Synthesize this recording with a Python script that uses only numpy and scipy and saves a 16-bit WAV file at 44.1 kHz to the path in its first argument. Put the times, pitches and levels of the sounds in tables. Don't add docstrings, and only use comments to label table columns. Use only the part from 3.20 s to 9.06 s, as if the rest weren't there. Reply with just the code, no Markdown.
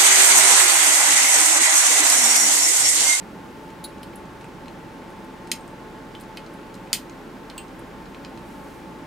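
import sys
import numpy as np
from scipy import signal
from scipy.fft import rfft, irfft
from scipy.io import wavfile

SR = 44100
rng = np.random.default_rng(int(sys.argv[2]) if len(sys.argv) > 2 else 0)


def master_out(mix):
    frames = np.transpose(np.atleast_2d(mix))
    ceiling = np.clip(frames, -1, 1)
    pcm = np.round(ceiling * 32767).astype(np.int16)
    wavfile.write(sys.argv[1], SR, pcm)


def boost_factor(decibels):
    exponent = np.asarray(decibels, float) / 20
    return 10 ** exponent


N = 258426

# pitch_hz, level_db (per Hz)
AIR = [(15, -41), (25, -21.5), (144, -9.5), (275, -4), (688, -15.5), (1310, -15), (4500, -32),
       (15700, -46.5)]
AIR_DB = -39.5
# pitch_hz, width_hz, level_db
DUCTS = [(179.5, 47, 5.5), (285, 40, 2), (307, 22, -2.5), (342, 20, 7.5), (388, 23, -3.5), (424, 37, 4),
         (552, 32, 5.5), (604, 16, 3.5), (802, 46, 5.5), (887, 42, 10.5), (946, 50, -3), (1066, 55, 5.5),
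         (1234, 100, -3.5)]
# pitch_hz, likeness_0_to_1
LIKENESS = [(60, 0.7), (130, 0.98), (290, 0.92), (640, 0.73), (1410, 0.63), (3100, 0.51), (6820, 0.73),
            (15000, 0.97)]
# pitch_hz, left_minus_right_db
BALANCE = [(60, -5.5), (200, -2.0), (380, 0.5), (700, 1), (1290, -1), (2380, 0.5), (5500, -0.7),
           (15000, 3.5)]
# pitch_hz, lead_radians
PORT_LEAD = [(60, 0.099), (700, 0.22), (2000, 0.026), (6000, .05), (16000, 0.034)]
# pitch_hz, level_db (rms), width_hz, left_minus_right_db
HUM = [
    (36, -58, 0.72, -1),
    (59.3, -59, 0.61, -1),
    (118.4, -59.5, 1.1, 0),
    (872, -53, 1.1, 0),
    (895, -57, 5.3, 6),
]
# start_s, end_s, pitch_hz, level_db (rms)
WHINE = (3.52, 5.65, 13184, -76)
# time_s, level_db (rms)
CLOTH = [
    (0, -71),
    (.48, -66),
    (.62, -95),
    (5.15, -95),
    (5.27, -62),
    (5.4, -64),
    (5.55, -61),
    (5.65, -72),
    (5.72, -90),
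]
# start_s, knock_db, knock_hz, wire_db, wire_hz
TICKS = [(0.502, -45, 2770, -55.5, 8070), (0.781, -50, 2410, -56, 6250), (0.9322, -43, 2500, -61, 13500),
         (1.0544, -56, 2430, -56, 6840), (1.2096, -47, 3090, -53, 7020), (1.2424, -46, 2590, -55, 8060),
         (1.4571, -45, 3080, -61, 6080), (1.481, -39.5, 3070, -53, 6600), (2.2722, -42, 3710, -54, 7730),
         (2.477, -55, 2710, -52, 7900), (2.9992, -49, 2920, -53, 8060), (3.0354, -50, 4030, -57, 6520),
         (3.262, -43.5, 4730, -61, 7050), (3.5408, -40, 5080, -53, 9000), (3.5514, -49, 2500, -52, 7460),
         (3.6726, -48, 3080, -61, 7120), (3.896, -44.5, 3310, -50, 6760), (4.4814, -52, 3060, -59, 7500),
         (4.856, -45, 3780, -52, 5100), (4.9454, -37.5, 2900, -54, 5600), (5.0475, -33, 3530, -52, 6530),
         (5.1741, -45, 3940, -52.5, 6220)]
TICK_T60_S = .075
# start_s, level_db
PINGS = [
    (0.956, -39),
    (1.9036, -55),
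    (2.0443, -52),
    (3.3373, -51),
    (4.592, -46.5),
]
# pitch_hz, level_db, t60_s
SPRING = [(8400, -12, .04), (9140, -9, .04), (9900, -12, .06), (11000, 0.1, 0.056), (11700, -4, .045)]
# start_s, level_db, centre_hz, breadth_octaves, jaws_db
KNOCKS = [
    (0.8312, -35.5, 3400, 0.51, -7),
    (2.409, -50, 8400, .08, -30),
    (2.951, -38.5, 3180, .1, -30),
    (3.0095, -40.5, 4100, .3, 6),
    (3.172, -29, 2880, 0.58, -15.5),
    (4.2998, -33, 3060, 0.54, -18),
]
KNOCK_T60_S, KNOCK_PAN_DB, KNOCK_SCRAPE_DB = 0.048, -.9, -7.5
# start_s, ring_db, buildup_s, scrape_db, left_minus_right_db
LEADS = [
    (0.6404, -22.5, 0.0086, -37.5, 0),
    (4.379, -31, 0.00083, -42, -2),
]
LEAD_CONTACT = 0.95
# pitch_hz, level_db, t60_s
SLID = [(2720, -19, 0.022), (3240, -14, 0.035), (3800, -6, .045), (4110, -5.5, 0.052), (4300, -10, 0.039),
        (4490, -8.5, 0.046), (5160, -21, 0.027), (7550, -18, 0.038), (10230, -2, 0.044),
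        (10670, -13, 0.071), (11700, -25, .03), (13600, -20, .03), (14500, -24, .035), (15400, -19, .03)]
# pitch_hz, level_db, t60_s
DROPPED = [(2510, -6, .07), (2720, -4, 0.09), (2860, -6, 0.054), (3070, -7, 0.11), (3300, -8, .05),
           (4480, -7, 0.045), (6760, -3, 0.035), (7500, -7, .04), (7900, -1.5, .04), (8150, -0.5, 0.1),
           (8700, -8, .07), (9200, -10, .04), (9800, -14, 0.036), (15100, -7, 0.043)]
# pitch_hz, width_hz, level_db
BOARD = [(2160, 350, 19), (2520, 180, 21), (3080, 230, 11.5), (4100, 300, 18), (4970, 300, 4),
         (5300, 350, -2), (7540, 680, 0), (8050, 680, 0), (9250, 650, 0), (10900, 700, -12),
         (12200, 700, 4)]
# pitch_hz, level_db, t60_s
VISE = [(1900, -17, 0.092), (2157, -6, 0.082), (2380, -15, 0.05), (2530, -10, .055), (2900, -12, 0.055),
        (3097, -11, 0.14), (3400, -10, 0.027), (3780, -15, .045), (3910, -12, 0.042), (4340, -4, 0.05),
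        (4730, -1, 0.033), (5080, -6, .045), (5500, -11, 0.037), (5800, -15, .04)]
# pitch_hz, level_db, t60_s
JAWS = [(6280, -18, .05), (7230, -7, 0.092), (7450, -5.5, 0.04), (8300, -6, .07), (8830, -7, 0.076),
        (8930, -7, .05), (9740, -5, .05), (11200, -6, .06), (11750, -16, 0.061), (12070, -22, .07),
        (13000, -12, .07), (14200, -10, .055), (14100, -25, .055), (15300, -26, .06)]
# pitch_hz, level_db
RATTLE = [(760, -26), (1300, -14), (2180, -10), (3100, -1.5), (4400, -6), (9500, -7.5), (15000, -11),
          (16500, -48)]
# start_s, crack_db, ring_db, rattle_db, rattle_t60_s
SNIPS = [
    (2.3161, -4.5, -12.5, -21.5, 0.044),
    (3.7302, 1, -11.5, -22.5, 0.13),
]
SNIP_PAN_DB, RING_T60_SHARE = .4, 1
CRACK_HZ, CRACK_HZ_PER_DB = 4630, 65
BRIGHT_DB_PER_OCTAVE = .8
ROOM_DB, ROOM_T60_S, ROOM_TREBLE_T60_S = -9, 0.17, 0.16
HISS_EDGE_HZ, BAND_EDGE_HZ = 15850, 16350
CEILING = 1.02


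def evened(x):
    return x / np.sqrt(np.mean(x ** 2) + 1e-20)


def read(points, hz):
    f, value = np.transpose(points)
    return np.interp(np.log(hz + 1), np.log(f + 1), value)


def add(mix, s, sound, pan_db):
    part = mix[:, round(s * SR):][:, :sound.shape[-1]]
    part += boost_factor(np.array([[pan_db / 2], [-pan_db / 2]])) * sound[..., :part.shape[1]]


def coloured(x, gain):
    size = x.shape[-1]
    return irfft(rfft(x) * gain(np.fft.rfftfreq(size, 1 / SR)), size)


def hump(hz, centre_hz, octaves):
    return np.exp(-.5 * (np.log2((hz + 1) / centre_hz) / octaves) ** 2)


def resonances(table, hz):
    return sum(db / (1 + (2 * (hz - f) / width) ** 2) for f, width, db in table)


def board(hz):
    return boost_factor(resonances(BOARD, hz))


def spread(hz):
    return hump(hz, 5000, 1.0)


def weighted(modes, gain):
    return [(hz, db + 20 * np.log10(gain(hz) + 1e-9), t60) for hz, db, t60 in modes]


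def ring(modes, blur_hz, apart, longest=.13, size=8192):
    hz, db, t60 = np.transpose(modes)[:, :, None]
    t, sound = np.arange(size) / SR, 0
    decay = boost_factor(db - 60 * t / np.clip(t60, .01, longest))
    for share in (1, .45, .35):
        shift, start, lead = rng.uniform(-1.03, 1, (3, 1) + hz.shape)
        near_hz = hz + (share < 1) * blur_hz * shift
        turn = 2 * np.pi * near_hz * t + np.pi * start
        ports = turn + apart * spread(hz) * lead * np.array([.5, -.5])[:, None, None]
        sound = sound + share * (decay * np.sin(ports)).sum(1)
    return sound / abs(sound).max()


def rattle(gain, t60, wide=0.27, rise=0.00012, size=8192):
    t = np.arange(size) / SR
    mid, side = rng.standard_normal((2, size))
    side = wide * coloured(side, spread)
    noise = evened(coloured(np.array([mid + side, mid - side]), gain))
    return noise * (1 - np.exp(-t / rise)) * boost_factor(-60 * t / np.clip(t60, .002, .4))


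def workshop_air():
    hz = np.fft.rfftfreq(N, 1 / SR)
    level_db = read(AIR, hz) + resonances(DUCTS, hz)
    level_db -= 12 * np.maximum(np.log2(28 / (hz + 1)), 0)
    level_db -= 60 * (hz > HISS_EDGE_HZ)
    left, other = rfft(rng.standard_normal((2, N)))
    same = np.clip(read(LIKENESS, hz), 0, 1)
    right = same * left + np.sqrt(1 - same ** 2) * other
    right = right * np.exp(-1j * read(PORT_LEAD, hz))
    lean_db = read(BALANCE, hz) / 2
    air = irfft(np.array([left * boost_factor(level_db + lean_db), right * boost_factor(level_db - lean_db)]), N)
    t, swell = np.arange(N) / SR, 0
    for f in np.geomspace(.2, 5, num=16):
        swell = swell + np.sin(2 * np.pi * (f * t + rng.random())) / np.sqrt(f)
    return boost_factor(AIR_DB + 0.077 * evened(swell)) * evened(air)


def hum():
    out, t, slow_hz = np.zeros((2, N)), np.arange(N) / SR, np.fft.fftfreq(N, 1 / SR)
    for hz, db, width, pan_db in HUM:
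        a, b = rng.standard_normal((2, N))
        wander = np.fft.ifft((a + 1j * b) / (1 + (2 * slow_hz / width) ** 2))
        steady = 1.9 / width
        tone = ((steady + wander / np.std(wander)) * np.exp(2j * np.pi * hz * t)).real
        add(out, 0, boost_factor(db) * evened(tone), pan_db)
    return out


def whine():
    start, end, hz, db = WHINE
    t = np.arange(N) / SR
    on = np.clip(np.minimum(t - start, end - t) / .03, 0, 1)
    return boost_factor(db) * np.sqrt(2) * on * np.sin(2 * np.pi * hz * t)


def sleeve():
    s, db = np.transpose(CLOTH)
    t = np.arange(N) / SR
    hiss = coloured(rng.standard_normal(N), lambda hz: hump(hz, 8500, 0.72) * (hz < HISS_EDGE_HZ))
    return boost_factor(np.interp(t, s, db, -140, -140)) * evened(hiss)


def spring_pings():
    out = np.zeros((2, N))
    for s, db in PINGS:
        edge = rattle(lambda f: hump(f, 9600, 0.28), 0.044)
        ping = ring(SPRING, blur_hz=200, apart=0.83) + 0.5 * edge
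        add(out, s + .0008, boost_factor(db - 0.5) * ping, .3)
    return out


def jaw_ticks():
    out = np.zeros((2, N))
    for s, knock_db, knock_hz, wire_db, wire_hz in TICKS:
        for db, hz, octaves in ((knock_db - 10.5, knock_hz, .6), (wire_db - 5.5, wire_hz, .4)):
            gain = lambda f: hump(f, hz, octaves) * board(f) ** 0.74
            buzz = rattle(gain, TICK_T60_S)
            contact = rattle(gain, 0.0079)
            add(out, s + 0.001043, boost_factor(db) * (buzz + 5.0 * contact), -.4)
    return out


def knocks():
    out = np.zeros((2, N))
    for s, db, hz, octaves, jaws_db in KNOCKS:
        low_cut = lambda f: hump(np.minimum(f, 1900), 1900, .3)
        place = lambda f: hump(f, hz, octaves) * low_cut(f) + boost_factor(jaws_db) * hump(f, 10300, 0.3)
        knock = ring(weighted(VISE + JAWS, place), blur_hz=100, apart=.9, longest=0.082, size=4096)
        scrape = rattle(lambda f: board(f) ** .6 * place(f), KNOCK_T60_S)
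        scrape = scrape + 4.5 * rattle(place, .003, rise=.00005)
        add(out, s, boost_factor(db) * knock, KNOCK_PAN_DB)
        add(out, s, boost_factor(db + KNOCK_SCRAPE_DB) * scrape, KNOCK_PAN_DB)
    return out


def loose_leads():
    out, t = np.zeros((2, N)), np.arange(8192) / SR
    for (s, ring_db, rise, scrape_db, pan_db), modes, hz in zip(LEADS, (SLID, DROPPED), (10000, 5600)):
        build_db = -9 + 18 * np.minimum(t / rise, 1)
        clink = ring(modes, blur_hz=120, apart=.9) * boost_factor(build_db)
        place = lambda f: hump(f, hz, 0.95)
        scrape = rattle(lambda f: board(f) ** 0.54 * place(f), 0.064)
        scrape = scrape + LEAD_CONTACT * rattle(place, 0.0037)
        add(out, s, boost_factor(ring_db) * clink + boost_factor(scrape_db) * scrape, pan_db)
    return out


def wire_crack(hz):
    t = np.arange(8192) / SR
    turns = hz * (t + .00006 * (1 - np.exp(-t / .00006)))
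    crack = np.sin(2 * np.pi * turns) * boost_factor(-60 * t / .0021)
    for ratio, share in ((.55, 0.16), (.73, 0.16), (1.5, .3), (1.95, .22)):
        crack += share * np.sin(2 * np.pi * ratio * hz * t) * boost_factor(-60 * t / 0.0064)
    crack = crack * (1 - np.exp(-t / .00004))
    return signal.lfilter(*signal.butter(2, [1750, 14500], "band", fs=SR), crack)


def snips():
    out, t = np.zeros((2, N)), np.arange(8192) / SR
    for s, crack_db, ring_db, rattle_db, t60 in SNIPS:
        bright = lambda f: boost_factor(BRIGHT_DB_PER_OCTAVE * crack_db * np.maximum(np.log2((f + 1) / 4800), 0))
        gain = lambda f: boost_factor(read(RATTLE, f)) * bright(f)
        crack = wire_crack(CRACK_HZ + CRACK_HZ_PER_DB * crack_db)
        clap = .2 * rattle(gain, .014, .6, .0006)
        shake = rattle(lambda f: gain(f) * board(f) ** 0.38, t60, 0.28, 0.00021)
        shake = coloured(shake, lambda f: f < HISS_EDGE_HZ)
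        longest = 0.034 + RING_T60_SHARE * t60 / 2
        steel = ring(weighted(VISE + JAWS, bright), blur_hz=170, apart=1.4, longest=longest)
        steel = steel * (1 - np.exp(-t / 0.00025))
        snip = boost_factor(crack_db) * (crack + clap) + boost_factor(ring_db) * steel + boost_factor(rattle_db) * shake
        add(out, s, snip, SNIP_PAN_DB)
    return out


def room(x):
    size = SR // 2
    places = np.arange(60, size - 20, 20)
    shape = (2, len(places))
    taps = np.zeros((2, size))
    np.put_along_axis(taps, places + rng.integers(0, 20, shape), rng.choice([-1., 1.], shape), 1)
    side = 0.53 * coloured(taps[1], spread)
    taps = np.array([taps[0] + side, taps[0] - side])
    low = signal.lfilter(*signal.butter(2, 5000, fs=SR), taps)
    t = np.arange(size) / SR
    taps = coloured(taps, lambda f: f < HISS_EDGE_HZ)
    tail = low * boost_factor(-60 * t / ROOM_T60_S) + (taps - low) * boost_factor(-60 * t / ROOM_TREBLE_T60_S)
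    tail = tail / np.linalg.norm(tail, axis=1, keepdims=True)
    return signal.fftconvolve(x.mean(0)[None], tail, axes=1)[:, :N]


def scene():
    background = workshop_air() + hum() + whine() + sleeve()
    small_metal = spring_pings() + jaw_ticks() + knocks() + loose_leads()
    work = coloured(small_metal, lambda f: f < HISS_EDGE_HZ) + snips()
    return background + work + boost_factor(ROOM_DB) * room(work)


def top_cut(x):
    return signal.sosfilt(signal.butter(12, 16860, fs=SR, output="sos"), x)


def record(dry):
    rounded = dry / (1 + (abs(dry) / CEILING) ** 6) ** (1 / 6)
    low_pass = signal.firwin(255, BAND_EDGE_HZ, window=("kaiser", 8), fs=SR)
    mix = signal.oaconvolve(rounded, low_pass[None], "same")
    return top_cut(mix)


dry = scene()
out = record(dry)
master_out(out)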